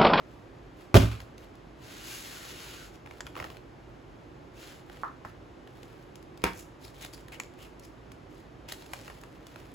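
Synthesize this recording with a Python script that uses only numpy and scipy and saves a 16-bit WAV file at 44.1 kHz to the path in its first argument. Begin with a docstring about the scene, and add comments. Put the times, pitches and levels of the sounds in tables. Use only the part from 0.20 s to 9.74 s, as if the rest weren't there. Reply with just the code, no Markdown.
"""Ventilation rumbles in a small room, around a phone standing on a wooden desk. A heavy parcel of books
in a plastic mailer lands and sets the desk's modes ringing. It is swivelled on its corner with a hiss of
friction, then settles upright as its seam cracks and its creases buckle. Two hollow pops sound nearby.
The parcel is slapped and the books knock inside; last, a cord drags and squeaks over the crinkling
wrapper by stick and slip, taps it, and clacks on the desk."""
import sys
import numpy as np
from scipy import signal
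from scipy.fft import rfft, irfft, next_fast_len
from scipy.io import wavfile

SR = 44100
rng = np.random.default_rng(int(sys.argv[2]) if len(sys.argv) > 2 else 0)


def digitize_waveform(pressure):
    """Quantize a signal to 16-bit integers and store it at the path in sys.argv[1].

    Rows of a 2-D input are taken as channels; values are limited to [-1, 1].
    """
    field = np.atleast_2d(pressure).T
    bounded = np.clip(field, -1, 1)
    quanta = np.round(bounded * 32767).astype(np.int16)
    wavfile.write(sys.argv[1], SR, quanta)


N = 420713
TIME = np.arange(N) / SR

# Levels are relative within a source. Each row of a _COLOUR table: frequency in Hz, gain in dB.
AIR_COLOUR = [(25, -17.5), (52, -2.5), (80, -10), (125, -5), (215, -12.5), (270, -8), (360, -14.5),
              (470, -13), (800, -18), (1500, -24), (3000, -31), (7000, -44.5), (12000, -53), (16000, -62)]
# Low resonances of the room. 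Each row: frequency in Hz, width in Hz, level in dB.
ROOM_MODES = [(48.5, 12, -60.5), (112.2, 24.4, -63), (344, 87, -58)]

# The hand rubs the wrapper. Each row: start in seconds, length in seconds, level in dB.
HAND_RUBS = [(0.024, 0.23, -67), (0.553, 0.13, -59.5), (0.992, 0.053, -55), (1.168, 0.11, -59),
             (2.843, 0.32, -60), (4.659, 0.24, -57), (5.044, 0.075, -59.5), (5.468, 0.44, -62),
             (8.754, 0.49, -62), (9.2, 0.39, -60)]
# The cord drags over it. Each row: start in seconds, length in seconds, level in dB, resonance in Hz.
CORD_DRAGS = [(6.211, 0.039, -57, 2100), (6.342, 0.094, -54, 6800), (6.595, 0.12, -57, 4210),
              (6.733, 0.099, -56, 3600), (6.809, 0.063, -45.5, 3540), (6.928, 0.027, -49.5, 4500),
              (6.952, 0.097, -63.5, 3620), (7.114, 0.055, -49, 2450), (7.371, 0.11, -53.5, 2800),
              (7.473, 0.071, -77, 4190), (7.623, 0.038, -55, 5060), (8.09, 0.15, -65.5, 3960),
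              (8.478, 0.07, -46.5, 3220), (8.558, 0.41, -59.5, 4400)]
RUSTLE_COLOUR = [(400, 5), (1000, -2), (2200, 2.5), (4000, -0.5), (6000, -5), (11000, -13), (16000, -18)]

# Modes of the desk top. Each row: frequency in Hz, level in dB, t60 in seconds.
DESK_MODES = [(64.5, -4, 0.37), (91, 5, 0.12), (109, -14.5, 0.52), (161.5, -8.5, 0.16), (228.4, -20, 0.24),
              (271.8, -13.5, 0.24), (310, -20, 0.26), (345, -5, 0.073), (382, -2.5, 0.053),
              (424, -9, 0.099), (564, -6.5, 0.09), (605, -6, 0.083), (663, -12, 0.053), (754, -37, 0.11),
              (860, -30, 0.18)]
# The parcel's edge, full weight, rebounds and rocking. Each row: start in seconds, push in dB.
PUSHES = [(0.743, -7.5), (.7520, -1.5), (0.7597, 0), (0.793, -32), (0.832, -15), (1.022, -35), (3.049, -40),
          (3.21, -33.5), (3.69, -50), (5.051, -36.5)]
BOOKS_COLOUR = [(25, -11), (52, -5), (80, -15), (120, -12), (180, 1), (380, -13), (620, -10.5), (850, -15),
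                (2000, -38.5)]
# The wrapper is crushed under the weight. Each row: start in seconds, level in dB, t60 in seconds.
CRUSHES = [(0.7426, -24, 0.075), (.754, -22.5, 0.07), (.767, -20.5, 0.074), (.80, -36.5, 0.37),
           (.915, -46.5, 0.25)]
CRUSH_COLOUR = [(250, -28), (700, 0), (1050, 4), (1400, 5), (1750, -1.5), (2400, 2.5), (3800, -3),
                (6000, -10.5), (11000, -16.5), (16000, -23)]
# Edge and cord knock on the desk. Each row: start in seconds, level in dB, t60 in seconds.
KNOCKS = [(.7432, -16, .035), (5.049, -41, .08), (7.2, -41, 0.028), (8.7345, -34, .028), (8.879, -40, .03),
          (8.8991, -43, 0.056), (9.3595, -48, .025)]
KNOCK_COLOUR = [(120, -7), (350, -5.5), (620, 3.5), (850, 3), (1300, 2), (1900, -4.5), (2800, -15),
                (5000, -20), (12000, -34)]

# Creases buckle; the cord taps the wrapper. Each row: start in seconds, level in dB, ring in Hz.
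CREASES = [(1.003, -44.5, 2584), (1.18, -53.5, 3600), (1.354, -64, 4400), (2.861, -47, 1700),
           (2.873, -50, 1700), (2.91, -46, 1730), (3.067, -43, 2800), (3.073, -49, 2000),
           (3.154, -44.5, 1910), (3.165, -41.5, 1720), (3.176, -45.5, 1500), (3.19, -47, 2200),
           (3.2, -35.5, 1750), (3.225, -41, 1700), (3.242, -39.5, 2260), (3.248, -48, 1700),
           (3.302, -49, 2600), (3.369, -50, 2780), (4.698, -48, 2100), (4.771, -53, 2400),
           (5.049, -53, 1500), (5.474, -53.5, 2480), (5.631, -50.5, 3280), (5.956, -52, 4300),
           (6.027, -58.5, 3820), (6.175, -55.5, 4200), (6.219, -55, 3200), (6.333, -52, 4000)]
CORD_TAPS = [(6.65, -53.5, 4050), (6.744, -60, 2640), (6.848, -41.5, 2870), (6.935, -56.5, 4400),
             (6.978, -55, 2400), (7.083, -50.5, 2620), (7.121, -50, 2330), (7.338, -63.5, 2790),
             (7.422, -59, 2830), (7.596, -59, 4270), (7.918, -50, 2620), (8.488, -45.5, 2950),
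             (8.522, -36.5, 3200), (8.622, -50, 2480), (8.663, -55.5, 3180), (8.734, -36, 2500),
             (8.813, -57, 3300), (8.879, -45, 1880), (8.9, -54, 2600), (9.036, -49, 2230),
             (9.268, -50.5, 3040), (9.359, -47.5, 2000)]

# The corner slides as the parcel turns. Each row: time in seconds, level in dB.
SWIVEL = [(1.57, -75), (1.642, -56), (1.728, -51), (1.914, -46), (2.15, -48), (2.646, -50.5), (2.716, -70),
          (2.76, -56.5)]
# Resonances of the wrapper under that corner. Each row: frequency in Hz, width in Hz, level in dB.
SLIDE_MODES = [(1510, 200, -9.5), (2000, 420, -10), (2865, 260, -11), (3720, 450, -13), (4570, 380, -17),
               (6850, 420, -15)]
SLIDE_COLOUR = [(400, -2.5), (900, 2), (1250, 4), (1600, 3.5), (2800, 6.5), (4200, 3), (5500, -4),
                (7200, -6.5), (11000, -8.5), (16000, -14)]
# The bottom seam unfolds. Each row: start in seconds, level in dB, t60 in seconds.
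SEAM_CRACKS = [(3.0062, -30.5, .014), (3.0095, -39, .012), (3.0668, -38, .008)]
SEAM_COLOUR = [(300, -8), (800, -1), (1150, 1), (1500, 7), (2000, -3), (3000, -10), (4500, -8), (6000, -10),
               (7500, -9), (9500, -23), (16000, -32)]
CREAK_COLOUR = [(50, -2), (150, 1), (400, 2.5), (750, 4), (1500, -9), (3000, -8), (5000, -17),
                (8000, -23.5)]

# Pops. Each row: start in seconds, level in dB, pitch in Hz, t60 in seconds, left minus right in dB.
POPS = [(4.8343, -14.5, 1150, 0.0045, -13.5), (5.0496, -21, 1450, 0.0026, -10)]

SLAP_COLOUR = [(40, -7), (90, 0), (185, -6), (270, -9.5), (410, 2), (620, 2), (950, -2), (1300, -4.5),
               (1800, -4), (2500, -4.5), (3300, -11.5), (4400, -12), (6000, -19.5), (11500, -22),
               (16000, -25)]
SLAP_SHADOW_COLOUR = [(2000, -1), (3500, -3.5), (7000, -6.5), (15000, -5)]  # the parcel shades the walls from the smack
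# Modes of the slapped stack of books. Each row: frequency in Hz, level in dB, t60 in seconds.
STACK_MODES = [(62.4, -31, .2), (189, -26, .12), (325, -33, 0.078), (417, -13.5, .024), (489, -31, .17),
               (771, -37, 0.17), (865, -42, 0.11), (926, -35, 0.17), (1290, -41, .15), (1540, -39, 0.16),
               (1800, -41, 0.14), (1870, -34.5, 0.08), (2060, -34, .1)]
# The parcel gives under the slap. Each row: start in seconds, level in dB, t60 in seconds.
GIVES = [(6.2486, -31, 0.025), (6.2553, -29.5, 0.047), (6.264, -32, 0.13)]
GIVE_COLOUR = [(50, -8), (110, 6), (200, -2), (330, -5), (440, 1.5), (620, -0.5), (900, 1), (1400, 0),
               (2100, -0.5), (2700, -4), (3600, -10), (4500, -12), (6000, -21), (11000, -29), (16000, -34)]

# The cord catches on the film. Each row: start in seconds, length in seconds, level in dB, pitch in Hz.
SQUEAKS = [(6.632, 0.031, -59, 3940), (6.638, .02, -58, 5330), (6.82, .035, -54, 3600),
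           (6.827, .022, -52, 2290), (6.928, .025, -55, 4500), (7.117, .035, -53, 2250),
           (7.137, .03, -55, 2750), (7.39, .06, -60, 2950)]
# The wrapper is gripped or pulled. Each row: start in seconds, length in seconds, level in dB.
CRINKLES = [(6.8, .08, -58), (7.201, 0.066, -55), (8.484, 0.066, -49), (8.57, .13, -60.5),
            (8.741, 0.19, -57), (9.283, 0.13, -63)]
# The cord's stiff end hits the desk. Each row: start in seconds, level in dB, t60 in seconds.
CORD_CLACK = [(7.1995, -26.5, 0.017)]
CLACK_COLOUR = [(300, -19), (800, -11), (1080, -1.5), (1550, -8), (2150, 3), (2600, 3), (3100, -11),
                (3700, -10), (4200, -12), (5000, -17), (6200, -12), (6900, -6), (8100, -8), (9500, -22),
                (12000, -21), (16000, -26)]

# Reflections off the desk and the jars on it. Each row: delay in seconds, gain in dB.
ECHOES = [(.0012, -33), (.0037, -16.5), (.0096, -16.5)]
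# Reverberation time. Each row: frequency in Hz, t60 in seconds.
ROOM_T60 = [(100, 0.39), (1000, 0.24), (3000, 0.33), (12000, 0.35)]
ROOM_COLOUR = [(60, -7), (120, -6.5), (220, -1), (500, -3), (1300, 1), (2000, -0.5), (3000, -2.5),
               (7000, -0.5), (15000, -2.5)]
PORT_COLOUR = [(5500, 0), (7000, 2.5), (8500, 0.5), (11000, 3.5), (15000, 3.5)]  # treble lift of both microphone ports
SIDE_COLOUR = [(60, -19), (110, -12.5), (380, -6.5), (700, -1), (1300, -1), (2400, -4.5), (4400, -8),
               (5500, 0), (7000, -29), (15000, -21)]  # side relative to mid
# Imbalance of the ports. Each row: frequency in Hz, left minus right in dB.
PORT_BALANCE = [(100, -1.2), (200, -2), (380, -4.5), (700, -1), (1300, -1), (2400, 1.5), (4400, 2.2),
                (9000, .3)]

FOLD_HZ, TOP_HZ = 2160, 15900  # ring of a reference fold; upper limit of the phone


def undb(db):
    """Decibels to amplitude ratio."""
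    return 10 ** (np.asarray(db) / 20)


def unit(x):
    """Normalisation to rms 1."""
    return x / np.sqrt(np.mean(x ** 2))


def at_hz(points, hz):
    """Interpolation of (Hz, value) points on a log-frequency axis."""
    f, value = np.transpose(points)
    return np.interp(np.log(np.maximum(hz, 1)), np.log(f), value)


def colour(x, points, size=4096):
    """Minimum-phase filtering by (Hz, dB) points, through the folded cepstrum."""
    gain = undb(at_hz(points, np.fft.rfftfreq(size, 1 / SR)))
    cepstrum = irfft(np.log(gain))
    cepstrum[1:size // 2] *= 2
    cepstrum[size // 2 + 1:] = 0
    response = irfft(np.exp(rfft(cepstrum)))
    return signal.oaconvolve(x, response[None], axes=-1)[:, :x.shape[1]]


def band(x, lo_hz, hi_hz, order=2):
    """Butterworth band-pass filtering."""
    edges = [lo_hz, min(hi_hz, SR / 2 - 1)]
    return signal.sosfilt(signal.butter(order, edges, "band", fs=SR, output="sos"), x)


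def noise(count):
    """Uncorrelated white noise for mid and side."""
    return rng.standard_normal((2, count))


def fade(t, t60):
    """Exponential decay, 60 dB down after t60."""
    return np.exp(-np.log(1000) * t / t60)


def walk(rate, count=N):
    """Random modulation of rms 1, through rate knots a second."""
    knots = rng.standard_normal(4096)
    return unit(np.interp(TIME[:count] * rate, np.arange(len(knots)), knots))


def arch(length_s, taper=0.65, skew=0.88):
    """Envelope of one stroke: a skewed sine arch that peaks just before its middle."""
    return np.abs(np.sin(np.pi * (TIME[:int(length_s * SR)] / length_s) ** skew)) ** taper


def add(track, s, sound):
    """Superposition of a sound on a track at s seconds."""
    start = int(s * SR)
    track[:, start:start + sound.shape[1]] += sound[:, :track.shape[1] - start]


def modes(table, t):
    """Free vibration: a sum of damped sinusoids from (Hz, dB, t60) rows."""
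    return sum(undb(db) * np.sin(2 * np.pi * hz * t) * fade(t, t60) for hz, db, t60 in table)


def burst(points, t60, count=16384):
    """Densely overlapping modes decay like coloured noise; starts near rms 1."""
    envelope = fade(TIME[:count], t60)
    return unit(colour(noise(count) * envelope, points)) * np.sqrt(np.mean(envelope ** 2))


def blows(table, points):
    """Impact excitation: one burst of the given colour for each (s, dB, t60) row."""
    out = np.zeros((2, N))
    for s, db, t60 in table:
        add(out, s, undb(db) * burst(points, t60))
    return out


def grains(count, rate, spread_db):
    """Shot noise: tiny slips of random size, on average rate a second."""
    slips = noise(count) * (rng.random(count) < rate / SR)
    hit = np.flatnonzero(slips[0])
    slips[:, hit] *= undb(spread_db * np.minimum(rng.exponential(size=len(hit)), 4))
    return unit(slips)


def ventilation(level_db=-51.5, waver_db=0.9):
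    """Broadband ventilation noise excites the room's low resonances, under faint hiss."""
    out = undb(level_db) * unit(colour(noise(N), AIR_COLOUR))
    drive = noise(N)
    for hz, width_hz, db in ROOM_MODES:
        out += undb(db + waver_db * walk(14)) * unit(band(drive, hz - width_hz / 2, hz + width_hz / 2))
    return out


def film_resonance(hz, width_hz, count, wander, rate):
    """A randomly driven resonance gives narrow-band noise; its pitch wanders with the film's tension."""
    smooth = signal.butter(2, min(width_hz / 2, SR / 4), fs=SR, output="sos")
    drive = signal.sosfilt(smooth, noise(count) + 1j * noise(count))
    phase = 2 * np.pi * np.cumsum(hz * (1 + wander * walk(rate, count))) / SR
    return unit(np.real(drive * np.exp(1j * phase)))


def stroke(slips, s, length_s, hz, treble_db, hiss_db, film_db, width_share, split_hz=6000, catch_db=4):
    """Stick-slip friction: slips hiss while the stretched film catches and rings in spurts."""
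    gain = arch(length_s)
    count = len(gain)
    slips = np.take(slips, int(s * SR) + np.arange(count), axis=1, mode="wrap")
    film = film_resonance(hz, hz * width_share, count, wander=0.083, rate=60)
    film = unit(film * undb(catch_db * walk(137, count)))
    hiss = unit(band(slips, 600, split_hz))
    treble = unit(band(slips, split_hz, TOP_HZ, order=3))
    return gain * (undb(hiss_db) * hiss + undb(film_db) * film + undb(treble_db) * treble)


def rustle(hand_db=-7, cord_db=-5):
    """Friction on the wrapper: mostly broad hiss under the hand, more resonant under the cord."""
    out = np.zeros((2, N))
    slips = colour(grains(N, rate=2000, spread_db=0.5), RUSTLE_COLOUR) * undb(3 * walk(110))
    for s, length_s, db in HAND_RUBS:
        rub = stroke(slips, s, length_s, 1540, treble_db=-2.5, hiss_db=2.5, film_db=-12, width_share=0.17)
        add(out, s, undb(db + hand_db) * rub)
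    for s, length_s, db, hz in CORD_DRAGS:
        treble_db = -5 + 5.5 * np.log2(hz / FOLD_HZ)  # a faster drag rings higher and hisses more
        drag = stroke(slips, s, length_s, hz, treble_db, hiss_db=0, film_db=-2.5, width_share=0.27)
        add(out, s, undb(db + cord_db) * drag)
    return out


def crush(t60, count=16384):
    """Many folds collapse in quick succession as decaying shot noise; starts near rms 1."""
    envelope = fade(TIME[:count], t60)
    folds = grains(count, rate=5000, spread_db=1) * envelope
    return unit(colour(folds, CRUSH_COLOUR)) * np.sqrt(np.mean(envelope ** 2))


def desk(contact_s):
    """Modal response to a half-sine force: a longer contact excites only the low modes."""
    t = TIME[:SR // 2]
    push = np.sin(np.pi * t[t < contact_s] / contact_s)
    return np.outer([1, 0], signal.fftconvolve(modes(DESK_MODES, t), push / push.sum()))


def landing(desk_db=-8, books_db=-14, crush_db=2, contact_s=0.00098, rest_s=0.955, rest_t60=0.1):
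    """Impacts ring the desk until the resting load damps it; the books thud and crush the wrapper."""
    out = np.zeros((2, N))
    for s, db in PUSHES:
        ring = desk(contact_s * 2 ** (-db / 18))  # contact time doubles for each 18 dB less force
        since_rest = np.maximum(TIME[:ring.shape[1]] - max(rest_s - s, 0), 0)
        damping = fade(since_rest, rest_t60 if s < rest_s else 4 * rest_t60)
        add(out, s, undb(db + desk_db) * ring * damping)
        add(out, s, undb(db + books_db) * burst(BOOKS_COLOUR, t60=0.083))
    for s, db, t60 in CRUSHES:
        add(out, s, undb(db + crush_db) * crush(t60))
    return out


def knocks():
    """Impacts of the parcel's edge and the cord excite quickly damped vibration in the wood."""
    return blows(KNOCKS, KNOCK_COLOUR)


def snap(hz, treble_db, rise_s=0.00053, body_lag_s=0.00087, count=2048):
    """A fold lets go; bending waves disperse, so the bright tick and ring precede the dull body."""
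    t = TIME[:count]
    attack = 1 - np.exp(-t / rise_s)
    release = undb(-8) * unit(np.outer([1, 0], signal.unit_impulse(count)))
    tick = unit(band(release + unit(noise(count) * attack * fade(t, 0.019)), 4800, 10800, order=1))
    ring = unit(band(release + unit(noise(count) * attack * fade(t, 0.0082)), hz / 2.22, hz * 1.46))
    body = unit(band(noise(count), 485, 1120) * attack * fade(t, 0.021))
    octaves = np.log2(hz / FOLD_HZ)  # smaller folds ring higher, with more tick and less body
    out = ring + undb(treble_db + 13 * octaves) * tick
    add(out, body_lag_s, undb(-3 - 9 * octaves) * body)
    return out


def snaps(gain_db=-11, crease_treble_db=-16, cord_treble_db=-9.5, stray_db=-71):
    """Buckling creases and cord taps shock the film; the cord, the harder striker, sounds brighter."""
    out = np.zeros((2, N))
    for table, treble_db in (CREASES, crease_treble_db), (CORD_TAPS, cord_treble_db):
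        for s, db, hz in table:
            add(out, s, undb(db + gain_db) * snap(hz, treble_db))
    # Faint stray ticks: only those drawn before the scene ends are heard.
    for when, size, pitch in rng.uniform(-0.78, 1, (12, 3)):
        s = min(np.interp(when, [-1, 1], [8, 17]), TIME[-1])
        hz = 2640 * 2 ** (0.73 * pitch)
        add(out, s, undb(stray_db - 11.5 * size) * snap(hz, cord_treble_db))
    return out


def glide(gain, split_hz=6000, pivot_hz=2800, waver_db=2.5, fast_db=-45.5, range_db=4, count=65536):
    """Sliding friction hisses and drives wavering resonances; faster sliding is louder and brighter."""
    slips = unit(colour(grains(count, rate=6900, spread_db=-0.5), SLIDE_COLOUR))
    slips *= undb(1.1 * walk(29.9, count))
    low = unit(band(slips, 440, split_hz, order=4))[:, :len(gain)]
    high = unit(band(slips, split_hz, 19500, order=4))[:, :len(gain)]
    speed_db = np.clip(20 * np.log10(gain + 1e-9) - fast_db, -range_db, 0) + range_db / 2
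    for hz, width_hz, mode_db in SLIDE_MODES:
        level = undb(mode_db + waver_db * walk(13.74, count))
        ring = level * film_resonance(hz, width_hz, count, wander=0.04, rate=6)
        tilt_db = 0.8 * speed_db * np.log2(hz / pivot_hz)
        low += undb(tilt_db) * ring[:, :len(gain)]
    treble_db = np.interp(gain, undb([fast_db - range_db, fast_db]), [-5, 3])
    return gain * (low + undb(treble_db) * high)


def slide(gain_db=-3.5, nudge_s=4.325, nudge_db=-53.5):
    """The corner rubs over the wood as the parcel is swivelled and later nudged straight."""
    out = np.zeros((2, N))
    s, db = np.transpose(SWIVEL)
    swivel = undb(np.interp(np.arange(s[0], s[-1], 1 / SR), s, db))
    nudge = undb(nudge_db) * arch(length_s=0.305, taper=1.1, skew=0.92)
    add(out, s[0], glide(swivel))
    add(out, nudge_s, glide(nudge))
    return undb(gain_db) * out


def seam_cracks():
    """The stiff bottom seam releases elastic energy in brief cracks as it unfolds."""
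    return blows(SEAM_CRACKS, SEAM_COLOUR)


def settle(start_s=3.14, length_s=0.256, ramp_s=0.041, level_db=-43.5, crinkle_db=-18, count=16384):
    """Under load the bottom yields in tiny slips, creaking and crinkling, then relaxes."""
    out, t = np.zeros((2, N)), TIME[:count]
    creak = unit(colour(grains(count, rate=1300, spread_db=0.5), CREAK_COLOUR))
    crinkle = unit(colour(grains(count, rate=1700, spread_db=-1), RUSTLE_COLOUR))
    envelope = np.clip(np.minimum(t, length_s - t) / ramp_s, 0, 1) * fade(t, t60=1)
    add(out, start_s, undb(level_db) * envelope * (creak + undb(crinkle_db) * crinkle))
    return out


def pops(rise_s=0.00077, gain_db=7):
    """A heavily damped resonance lasts a few cycles: a hollow pop, given as left and right."""
    out, t = np.zeros((2, N)), TIME[:SR // 10]
    attack = 1 - np.exp(-(t / rise_s) ** 2)
    for s, db, hz, t60, pan_db in POPS:
        ring = np.sin(2 * np.pi * hz * t) * fade(t, t60) * attack
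        add(out, s, undb(db + gain_db + np.array([[pan_db], [-pan_db]]) / 2) * ring)
    return out


def slap(start_s=6.2393, smack_db=-16, smack_t60=0.022, gain_db=1, stack_lag_s=0.00123):
    """An impact smacks the taut wrapper, which gives with a duller crunch; the books' modes answer."""
    smack = blows([(start_s, smack_db, smack_t60)], SLAP_COLOUR)
    out = undb(gain_db) * (smack + blows(GIVES, GIVE_COLOUR))
    add(out, start_s + stack_lag_s, np.outer([1, 0], modes(STACK_MODES, TIME[:SR // 4])))
    return out


def squeaks(width_share=0.15):
    """The cord's stick-slip motion briefly locks onto one resonance of the film."""
    out = np.zeros((2, N))
    for s, length_s, db, hz in SQUEAKS:
        gain = arch(length_s)
        ring = film_resonance(hz, hz * width_share, len(gain), wander=0.0246, rate=50)
        add(out, s, undb(db) * gain * ring)
    return out


def crinkles(spurt_db=3, count=16384):
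    """Small folds buckle one by one, in uneven spurts."""
    out = np.zeros((2, N))
    for s, length_s, db in CRINKLES:
        gain = arch(length_s)
        folds = colour(grains(count, rate=600, spread_db=2), RUSTLE_COLOUR)
        folds *= undb(spurt_db * walk(62, count))
        add(out, s, undb(db) * gain * unit(folds[:, :len(gain)]))
    return out


def cord_clack():
    """A hard, short contact has a wide spectrum: the cord's stiff end clacks on the desk."""
    return blows(CORD_CLACK, CLACK_COLOUR)


def reflect(x):
    """Early echoes interfere with the direct sound and ripple its spectrum."""
    out = x.copy()
    for delay_s, db in ECHOES:
        add(out, delay_s, undb(db) * x)
    return out


def room(mid, gap_s=0.0081, build_s=0.0037):
    """Diffuse reverberation from near walls, as mid and side; each octave decays at its own rate."""
    t, tail = TIME[:SR * 3 // 4], 0
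    for hz in 62.5 * 2. ** np.arange(9):
        octave = band(noise(len(t)), hz / np.sqrt(2), hz * np.sqrt(2))
        tail = tail + octave * fade(t, at_hz(ROOM_T60, hz))
    tail *= np.clip((t - gap_s) / build_s, 0, 1)
    tail = colour(tail / np.sqrt(np.sum(tail ** 2) / 2), ROOM_COLOUR)
    return signal.oaconvolve(mid[None], tail, axes=-1)[:, :N]


def ports(pair):
    """Sum and difference turn mid and side into left and right, each with its own colour."""
    pair = colour(pair, PORT_COLOUR)
    mid, side = pair[:1], colour(pair[1:], SIDE_COLOUR)
    left = colour(mid + side, [(hz, db / 2) for hz, db in PORT_BALANCE])
    right = colour(mid - side, [(hz, -db / 2) for hz, db in PORT_BALANCE])
    return np.vstack([left, right])


def port_lag(x, lag_s=0.000247, above_hz=7100):
    """Group delay: in the high treble the left port lags the right."""
    size = next_fast_len(N + 4096)
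    phase = np.pi * lag_s * np.maximum(np.fft.rfftfreq(size, 1 / SR) - above_hz, 0)
    return irfft(rfft(x, size) * np.exp(1j * np.outer([-1, 1], phase)), size)[:, :N]


def scene():
    """Direct and reverberant sound superpose; the pops, farther off, merge with their echoes."""
    thud, smack, pop = landing(), slap(), pops()
    ticks = snaps() + knocks()
    cracks = cord_clack() + seam_cracks()
    rubs = slide() + rustle() + crinkles() + squeaks() + settle()
    to_walls = (undb(-8) * thud + undb(-5) * colour(smack, SLAP_SHADOW_COLOUR)
                + undb(-8.5) * ticks + undb(-13) * cracks + undb(-7) * rubs)
    pop_tail = room(undb(1.5) * pop.mean(axis=0), gap_s=0.0012, build_s=0.0022)
    near = thud + reflect(smack + ticks + cracks + rubs)
    return port_lag(ports(near + room(to_walls[0]) + pop_tail + ventilation()) + pop)


def record(dry):
    """Band limiting and soft saturation: the phone cuts deep bass, rounds peaks and cuts the top."""
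    thinned = signal.sosfilt(signal.butter(3, 42, "high", fs=SR, output="sos"), dry)
    rounded = thinned / (1 + thinned ** 4) ** (1 / 4)
    return signal.sosfilt(signal.ellip(8, .2, 70, TOP_HZ, fs=SR, output="sos"), rounded)


dry = scene()
out = record(dry)
digitize_waveform(out)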